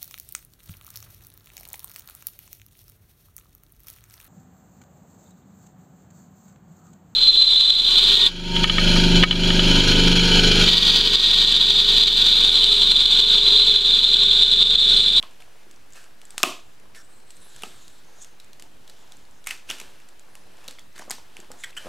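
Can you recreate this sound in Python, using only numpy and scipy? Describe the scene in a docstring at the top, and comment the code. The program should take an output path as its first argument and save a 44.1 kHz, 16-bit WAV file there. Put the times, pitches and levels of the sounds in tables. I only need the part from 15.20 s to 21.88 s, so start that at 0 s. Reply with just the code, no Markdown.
"""Sticky tape pulled taut lets go in snaps: each release is a wide crack that excites a ring in the tape.
Hands press it round a plastic pack: the drawn strip whistles with friction, skin sticks and slips,
dense tiny releases rustle over a dull rub, and knocks sound the short modes of the hollow plastic.
A bare room answers with a decaying tail of sparse echoes, over a quiet, gently patchy stereo hiss."""
import sys
import numpy as np
from scipy import signal
from scipy.fft import rfft, irfft
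from scipy.io import wavfile
from scipy.ndimage import uniform_filter1d

SR = 44100
rng = np.random.default_rng(int(sys.argv[2]) if len(sys.argv) > 2 else 0)


def digitize_waveform(pressure):
    """Quantize a signal to 16-bit integers and store it at the path in sys.argv[1].

    Rows of a 2-D input are taken as channels; values are limited to [-1, 1].
    """
    field = np.atleast_2d(pressure).T
    bounded = np.clip(field, -1, 1)
    quanta = np.round(bounded * 32767).astype(np.int16)
    wavfile.write(sys.argv[1], SR, quanta)


N = 294588

# Glue letting go: start_s, peak_db, tape_pitch_hz, crack_re_ring_db, t60_ms; the row at 0.033 s is no release
# but the long 1080 Hz ring of the first knock on the pack
GLUE_SNAPS = [(0.0275, -20.5, 3190, -13, 5.9), (0.033, -39, 1080, -21, 77), (0.222, -39, 2470, -5, 13),
              (0.512, -36, 7300, -2, 13), (0.7238, -39.5, 7540, -5, 11), (0.7343, -36, 7200, -5, 11),
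              (0.8418, -37, 2600, 3, 9), (1.016, -37, 3140, 0, 9.7), (1.0528, -36.5, 7600, -2, 20),
              (1.106, -30.5, 8250, 2, 13), (1.18, -12, 7350, 11, 12), (1.2026, -39, 4400, -3, 11),
              (1.2314, -0.5, 3240, 7, 13.4), (1.2361, -4.5, 2650, -13, 19), (2.1053, -34.5, 7800, 0, 24),
              (2.1676, -39.5, 7950, -3, 20), (2.3628, -32.5, 6670, 8, 10), (2.422, -28, 3400, -3, 12),
              (2.435, -19, 2680, -0.5, 8.4), (2.6802, -36.5, 3800, 15, 20), (3.0462, -36, 6440, 6, 17),
              (3.2, -36.5, 4080, -0.5, 23), (3.3319, -36, 3400, 10, 12), (3.3973, -33.5, 2670, 12, 20),
              (3.4235, -31.5, 2600, 15, 11), (3.6772, -37, 3460, 1, 18), (3.697, -36.5, 4300, 1.5, 25),
              (3.9213, -32.5, 3660, 4.5, 11), (3.9694, -40, 8200, -6, 12), (4.242, -38.5, 3640, 8, 18),
              (4.2629, -33, 2400, 6, 25), (4.271, -16, 2320, 1.5, 17), (4.2822, -28, 2400, -5, 55),
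              (4.29, -27, 2450, 3, 26), (4.305, -26, 2400, -4, 13), (4.3089, -14, 2370, -5, 22),
              (4.4896, -33, 2760, -3, 23), (4.494, -26, 2700, -20, 13), (4.5007, -19, 5740, -3, 11),
              (4.5035, -17, 3070, -8.5, 7.3), (4.511, -19, 2650, -9, 6.2), (4.585, -33.5, 2700, -2, 18),
              (4.6001, -26.5, 2520, 4, 24), (4.6138, -28.5, 2500, 3, 16), (4.8012, -44, 2250, -1, 17),
              (4.8876, -40.5, 7500, 4, 25), (4.9956, -35.5, 7500, 12, 7.2), (5.1536, -31.5, 2840, 16, 10),
              (5.443, -41, 2700, 2.5, 12.5), (5.4801, -26, 3570, 6, 9.7), (5.4838, -23, 3700, -1, 11),
              (5.5097, -31, 4530, 5, 15), (5.586, -40.5, 3350, -10, 74), (5.594, -34.5, 7280, 3, 5.9),
              (5.78, -33, 2200, 4, 14), (5.7894, -32, 6200, -9, 8.7), (5.7941, -26.5, 1940, -4, 11),
              (5.8983, -24, 6800, -15, 24), (5.9077, -16, 2140, 12, 9.8), (5.9133, -13, 4100, 10, 3.3),
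              (6.1684, -27.5, 2700, -4.5, 6.8), (6.2017, -33.5, 7200, 2, 16), (6.3168, -28.5, 7760, 11, 13),
              (6.5285, -41, 2540, -15, 20)]
# Relative spectrum of the crack: frequency_hz, density_db
CRACK_SPECTRUM = [(300, -42), (1000, -3), (2000, -2.5), (3200, 0.5), (5000, 0), (7700, 1.5), (11000, -5.5),
                  (14000, -13), (16500, -29)]
SNAP_TO_WALLS_DB, RING_WIDTH = -7, 0.28  # level re the direct snap; widest ring as a share of its pitch
# Small releases at chance moments: their peaks lie between FAINT_DB and FAINT_DB + FAINT_SPREAD_DB
FAINT_SNAPS, FAINT_DB, FAINT_SPREAD_DB, FAINT_HZ, FAINT_T60_MS = 24, -49, 5, (2200, 8000), 12

# Strip drawn through the fingers, one list a pull: time_s, level_db, lowest_whistle_hz, top_whistle_extra_db
TAPE_PULLS = [
    [(1.78, -69, 3950, -12), (1.93, -63, 4000, -19), (2.05, -67.5, 3900, -13), (2.17, -62.5, 4000, -2),
     (2.29, -60, 3920, 8), (2.42, -60, 3660, -7), (2.54, -59, 4060, -13), (2.66, -64, 3630, -5),
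     (2.8, -67, 3630, -7)],
    [(2.94, -73, 3700, -9.5), (3.025, -49.5, 3450, 0), (3.1, -78, 3320, -12)],
    [(3.68, -68.5, 3340, -9), (4.22, -71, 3270, -23)],
    [(4.46, -68, 3000, -13.5), (4.5, -51, 2950, -8.5)],
    [(5.785, -56.5, 3050, -8), (5.832, -53, 3180, -2)],
    [(6.36, -73, 3300, -8), (6.4, -56, 3400, 7), (6.44, -54, 3480, -1)],
]
# Whistles of the gap between skin and tape: pitch_ratio, width_hz (of one resonator pass), level_db
GAP_WHISTLES = [(1, 450, -8), (2, 1500, -0.5), (2.65, 1600, -7)]

# Skin stuttering over the tape: start_s, peak_db, length_s, first_pitch_hz, last_pitch_hz,
# second_ring_hz, slip_rate_hz, fizz_db, fade_over_length_db
SKIN_SQUEAKS = [(0.753, -40.5, 0.12, 1970, 1430, 2660, 450, 0.5, -10),
                (1.754, -39, 0.072, 2280, 1450, 5530, 400, 1.5, -7),
                (6.4354, -23, 0.017, 2430, 1770, 3210, 340, -4.5, -9),
                (6.565, -24.5, 0.023, 2250, 3100, 1680, 250, -7, 2.5)]

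# Hands working the tape, one row a stroke: peak_s, rustle_db, rustle_pitch_hz, dull_rub_db,
# swell_s (to rise 20 dB), fade_s (to fall 20 dB); times below 0.002 s act as 0.002 s
HAND_STROKES = [(0.05, -66, 2850, -69, 4, 2.5), (0.203, -49, 3220, -56, -0.25, 0.04),
                (0.4, -62, 2660, -71, 2, 1.3), (0.756, -49.5, 2450, -60, 0.03, 0.15),
                (1.16, -58.5, 7200, -72, 0.4, 0.86), (1.748, -46.5, 2150, -61, -0.04, 0.05),
                (2.42, -51, 3710, -62.5, 0.4, 0.6), (3.0, -59, 6400, -64.5, 0.7, 0.4),
                (3.44, -66, 3400, -52, -0.1, -0.17), (3.85, -60, 3300, -64, 0.9, .5),
                (4.499, -37.5, 2940, -53, 0.02, 0.1), (4.588, -51, 2800, -58, 0.19, 0.43),
                (5.158, -62, 9700, -58.5, 0.26, 0.2), (5.37, -59.5, 7400, -68, -0.26, 0.3),
                (5.47, -55.5, 2490, -58, 0.5, 0.18), (5.76, -49.5, 2300, -61, 0.02, 0.24),
                (5.823, -49, 6700, -47.5, 0.03, -0.2), (5.883, -61, 2400, -49.5, -0.06, .05),
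                (6.19, -57, 3000, -59, 0.44, 0.26), (6.307, -68, 5300, -46.5, .01, 0.07),
                (6.43, -49.5, 6160, -74, -0.15, -0.05), (6.51, -51.5, 2080, -58, 0.34, -0.56),
                (6.596, -49, 2100, -72, 0.06, 0.6), (6.68, -49.5, 2104, -50.5, 0.16, .05)]
FIDGET_DB, FIDGET_RUB_DB, FIDGET_HZ = -68.5, -68, 2400  # the hands are never quite still
# Relative spectrum of the rustle: frequency_hz, density_db
RUSTLE_SPECTRUM = [(590, -0.5), (1000, -7), (1670, 7.5), (1960, 0), (4020, 3.5), (5130, 0.5), (10500, -5),
                   (14200, -13), (16000, -50)]
# Relative spectrum of palms on plastic: frequency_hz, density_db
RUB_SPECTRUM = [(100, -63), (300, 4.5), (900, 10), (1800, 0.0), (4000, -63)]

# Fingers and tape knocking the pack: start_s, peak_db (before the bass cut), pitch_hz
PACK_KNOCKS = [(0.034, -36, 1050), (0.467, -43, 322), (1.144, -42.5, 785), (1.202, -33, 1140),
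               (1.236, -4.5, 1102), (2.435, -26.5, 704), (2.437, -28.5, 1170), (3.422, -45, 297),
               (4.505, -29.5, 1290), (4.615, -38, 386), (5.485, -37.5, 450), (5.586, -36, 2000),
               (5.779, -42, 1140), (5.796, -35.5, 615), (5.821, -35, 900), (5.879, -34.5, 496),
               (5.9, -35, 940), (5.908, -31.5, 730), (5.983, -39.5, 855), (6.191, -37, 320),
               (6.303, -34.5, 460), (6.648, -38.5, 540), (6.658, -29.5, 460), (6.668, -28, 530)]
# Modes of the hollow pack: pitch_ratio, level_db, t60_ratio
PACK_MODES = [(1.07, 9.5, 0.61), (2.313, -5, 0.99), (1.376, -4.5, 0.36), (0.65, 1.5, 0.85),
              (0.512, -5.5, 0.66), (0.346, -7, 1.3)]
KNOCK_T60_S, KNOCK_SLOPE = 0.015, -0.71  # t60 at 1 kHz and its power of pitch: low spots ring longer

# Decay of the room: frequency_hz, t60_s
ROOM_T60 = [(200, 0.26), (530, 0.34), (1390, 0.3), (3680, 0.36), (9700, 0.3)]
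# Relative spectrum of the tail before decay: frequency_hz, level_db
TAIL_SPECTRUM = [(200, 3.5), (2000, -6.0), (6000, -5.5), (9000, -9), (15000, -5.5)]
# Part of the tail that differs between left and right: frequency_hz, gain_db
TAIL_DIFFERENCE = [(150, -18), (1000, -37), (3000, -22.0), (12000, -16)]

# Relative spectrum of the hiss: frequency_hz, density_db
HISS_SPECTRUM = [(12, -20), (20, -5), (43, -29), (156, -26.5), (323, -28), (393, -27.5), (750, -32.5),
                 (888, -35.5), (1510, -37), (1650, -36.5), (4790, -44.5), (14300, -51.5), (16500, -59)]
HISS_DB = -55.5  # rms
# Left-right likeness of the hiss: frequency_hz, correlation (1 is identical)
HISS_LIKENESS = [(60, 1), (130, 0.18), (290, -0.34), (640, -0.34), (1410, 0.017), (3100, 0.44),
                 (6820, 0.51), (15000, 0.49)]

OFFSET = 0.0096  # the preamp rests a little above zero
EDGE_HZ = 16500


def gain_of(db):
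    """Converts decibels to an amplitude ratio."""
    return 10 ** (np.asarray(db) / 20)


def evened(x):
    """Scales to rms 1."""
    return x / np.sqrt(np.mean(x ** 2) + 1e-20)


def peaked(x):
    """Scales to peak 1."""
    return x / (abs(x).max() + 1e-20)


def read(points, hz):
    """Interpolates a spectrum table on a log-frequency axis."""
    f, value = np.transpose(points)
    return np.interp(np.log(hz + 1), np.log(f + 1), value)


def add(mix, s, sound):
    """Superposes a sound on the mix at time s."""
    part = mix[round(s * SR):][:len(sound)]
    part += sound[:len(part)]


def colour(x, points):
    """Zero-phase filtering: multiplies the spectrum by a table of gains."""
    hz = np.fft.rfftfreq(len(x), 1 / SR)
    return irfft(rfft(x) * gain_of(read(points, hz)), len(x))


def smoothed_twice(x, size):
    """Moving average applied twice, which gives a triangular window."""
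    return uniform_filter1d(uniform_filter1d(x, size=size), size=size)


def resonate(x, hz, width):
    """Heterodyne resonance of gain 1: shifts hz down to zero, smooths, and shifts back."""
    turn = np.exp(2j * np.pi * np.cumsum(hz * np.ones(len(x))) / SR)
    r = np.exp(-np.pi * width / SR)
    return 2 * (turn * signal.lfilter([1 - r], [1, -r], x / turn)).real


def resonate_twice(x, hz, width):
    """Two equal resonances in cascade, for steeper skirts."""
    return resonate(resonate(x, hz, width), hz, width)


def snaps():
    """Impulsive excitation: a wide crack and the taut tape's damped ring; returns direct and wall-bound sound."""
    direct, to_walls = np.zeros((2, N))
    t, centre = np.arange(2048) / SR, 256
    low_hz, high_hz = FAINT_HZ
    faint = [(a * N / SR, FAINT_DB + FAINT_SPREAD_DB * b, low_hz * (high_hz / low_hz) ** c, 0, FAINT_T60_MS)
             for a, b, c in rng.random((FAINT_SNAPS, 3))]
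    for s, db, hz, crack_db, t60_ms in GLUE_SNAPS + faint:
        noise = rng.choice([-1., 1.], len(t))
        decay = gain_of(-60000 * t / max(t60_ms, 2)) * (1 - np.exp(-t / .0001))
        crack = evened(colour(noise, CRACK_SPECTRUM)) * gain_of(-60 * t / 0.33)  # dies a little sooner
        width = min(RING_WIDTH * hz, 22000 / max(t60_ms, 2))  # long rings are purer
        ring = evened(resonate_twice(noise, hz, width))
        snap = gain_of(db) * peaked(decay * (ring + gain_of(crack_db) * crack))
        add(direct, max(s - .0002, 0), snap)

        # over all directions the colour evens out
        click = signal.unit_impulse(len(t), centre)
        wide_ring = evened(resonate_twice(click, hz, 0.68 * hz))
        wide_crack = gain_of(crack_db + 8.5) * evened(colour(click, CRACK_SPECTRUM))
        spread = evened(wide_ring + wide_crack)
        add(to_walls, max(s - centre / SR, 0), gain_of(SNAP_TO_WALLS_DB) * np.std(snap) * spread)
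    return direct, to_walls


def unroll(rows):
    """Interpolates a gesture at sample rate; returns its start time, an edge fade and its columns."""
    s, *columns = np.transpose(rows)
    t = np.arange(s[0], s[-1], 1 / SR)
    fade = np.clip(np.minimum(t - s[0], s[-1] + 0.004 - t) / 0.004, 0, 1)
    return s[0], fade, [np.interp(t, s, c) for c in columns]


def slides():
    """Friction noise through resonances of the gap: three fuzzy, patchy whistles."""
    out = np.zeros(N)
    for rows in TAPE_PULLS:
        s, fade, (db, hz, top_db) = unroll(rows)
        for (ratio, width, whistle_db), extra_db in zip(GAP_WHISTLES, (0, 0, top_db)):
            noise, patch, drift = rng.standard_normal((3, len(fade)))
            flutter = 0.054 * evened(smoothed_twice(drift, 1800))  # the gap flutters
            pitch = ratio * hz * (1 + flutter)
            patch_db = 3.3 * evened(smoothed_twice(patch, 900))
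            band = evened(resonate_twice(noise, pitch, width))
            add(out, s, fade * gain_of(db + whistle_db + extra_db + patch_db) * band)
    return out


def squeaks():
    """Stick-slip friction: noise throbs at the slip rate through a gliding ring, with wide fizz."""
    out = np.zeros(N)
    for s, db, length, from_hz, to_hz, second_hz, slips, fizz_db, fade_db in SKIN_SQUEAKS:
        t = np.arange(0, length, 1 / SR)
        noise = rng.standard_normal(len(t)) * (0.38 + np.sin(np.pi * slips * t) ** 2)
        glide = to_hz + (from_hz - to_hz) * np.exp(-t / (0.23 * length))
        rings = ((glide, 450, 0), (second_hz, 600, -6), (7800, 900, -15))  # pitch_hz, width_hz, level_db
        sound = gain_of(fizz_db) * evened(colour(noise, CRACK_SPECTRUM))
        for hz, width, ring_db in rings:
            sound += gain_of(ring_db) * evened(resonate_twice(noise, hz, width))
        edges = np.clip(np.minimum(t / 0.0031, (length - t) / 0.0066), 0, 1)
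        add(out, s, gain_of(db) * peaked(sound * edges * gain_of(fade_db * t / length)))
    return out


def handling():
    """Superposed random events: dense tiny glue releases rustle; palms on plastic rub, dull and lumpy."""
    t = np.arange(N) / SR
    rustle_level, rub_level, hz = gain_of(FIDGET_DB), gain_of(FIDGET_RUB_DB), FIDGET_HZ
    for s, db, stroke_hz, rub_db, swell, fade in HAND_STROKES:
        shape = gain_of(-20 * np.maximum((s - t) / max(swell, .002), (t - s) / max(fade, .002)))
        stroke_level = gain_of(db) * shape
        # a stroke sets the pitch where it outweighs all earlier rows together
        hz = np.where(stroke_level > rustle_level, stroke_hz, hz)
        rustle_level = np.hypot(rustle_level, stroke_level)
        rub_level = np.hypot(rub_level, gain_of(rub_db) * shape)

    noise, rub, clump, lump = rng.standard_normal((4, N))
    bunched = noise * gain_of(1.4 * evened(uniform_filter1d(clump, size=130)))  # releases come in bunches
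    lumpy = rub * gain_of(3.3 * evened(uniform_filter1d(lump, size=500)))
    ring = evened(resonate_twice(bunched, hz, 1500))
    rustle = evened(evened(colour(bunched, RUSTLE_SPECTRUM)) + gain_of(-10) * ring)
    dull = evened(colour(lumpy, RUB_SPECTRUM))
    return rustle_level * rustle + rub_level * dull


def knocks():
    """Modal synthesis: a knock rings the hollow plastic's short modes, scaled to the spot struck."""
    out, t = np.zeros(N), np.arange(6000) / SR
    for s, db, hz in PACK_KNOCKS:
        t60 = KNOCK_T60_S * (hz / 1000) ** KNOCK_SLOPE
        ring = np.zeros(len(t))
        for ratio, mode_db, longer in PACK_MODES:
            decay = gain_of(mode_db - 60 * t / max(t60 * longer, .002))
            ring += decay * np.sin(2 * np.pi * hz * ratio * t)
        add(out, s, gain_of(db) * peaked(ring * (1 - np.exp(-t / 0.0011))))
    # a small box radiates no deep bass
    return signal.sosfilt(signal.butter(2, 140, "high", fs=SR, output="sos"), out)


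def room(x):
    """Reverberation by convolution: sparse taps die band by band, nearly alike in the two close ports."""
    taps = rng.choice([-1., 1.], (2, SR // 2)) * (rng.random((2, SR // 2)) < .12)
    taps[:, :round(.006 * SR)] = 0  # gap before the first echo
    hz, t, z = signal.stft(taps, SR, nperseg=256)
    z *= gain_of(-60 * t / read(ROOM_T60, hz)[:, None] + read(TAIL_SPECTRUM, hz)[:, None])
    common, apart = signal.istft(z, SR, nperseg=256)[1]
    apart = colour(apart, TAIL_DIFFERENCE)
    tail = np.array([common + apart, common - apart]) / np.linalg.norm(common)
    return signal.fftconvolve(x[None], tail, axes=1)[:, :N]


def hiss():
    """Partly correlated noise: room air and microphone noise, gently patchy in time and frequency."""
    frames, hz = N // 256 + 5, np.fft.rfftfreq(1024, 1 / SR)
    a, b, c, d, patches = rng.standard_normal((5, 513, frames))
    patches = evened(uniform_filter1d(uniform_filter1d(patches, size=12, axis=0), size=14, axis=1))
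    same = np.clip(read(HISS_LIKENESS, hz), -1, 1)[:, None]
    left = a + 1j * b
    right = same * left + np.sqrt(1 - same ** 2) * (c + 1j * d)
    z = np.array([left, right]) * gain_of(read(HISS_SPECTRUM, hz)[:, None] + 1.67 * patches)
    return gain_of(HISS_DB) * evened(signal.istft(z, nperseg=1024, noverlap=768)[1][:, :N])


def scene():
    """Superposition: direct sounds reach both ports alike; each source also feeds the room."""
    snap, snap_to_walls = snaps()
    soft = slides() + handling()
    squeak, knock = squeaks(), knocks()
    to_room = snap_to_walls + gain_of(-10) * knock + gain_of(-10.5) * squeak + gain_of(-14.5) * soft
    return snap + knock + squeak + soft + room(to_room) + hiss()


def record(dry):
    """Offset, gain reduction above a power threshold, overload clipping, then the band limit."""
    x = dry + OFFSET
    # origin=99 makes each 200-sample average look back only
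    power = uniform_filter1d((x ** 2).mean(0), size=200, origin=99)
    power_db = 10 * np.log10(abs(power) + 1e-12)
    fall = np.arange(N) * 130 / SR  # the held peak falls 130 dB a second
    held_db = np.maximum.accumulate(power_db + fall) - fall
    over_db = np.maximum(held_db + 16.0, 0)  # threshold -16 dB
    ducked = x / gain_of(.7 * uniform_filter1d(over_db, size=200, origin=99))
    limited = np.clip(ducked, -.9, .9)
    padded = np.pad(limited, ((0, 0), (255, 255)), "reflect")
    low_pass = signal.firwin(511, EDGE_HZ, window=("kaiser", 9), fs=SR)
    return signal.oaconvolve(padded, low_pass[None], "valid", axes=1)


dry = scene()
out = record(dry)
digitize_waveform(out)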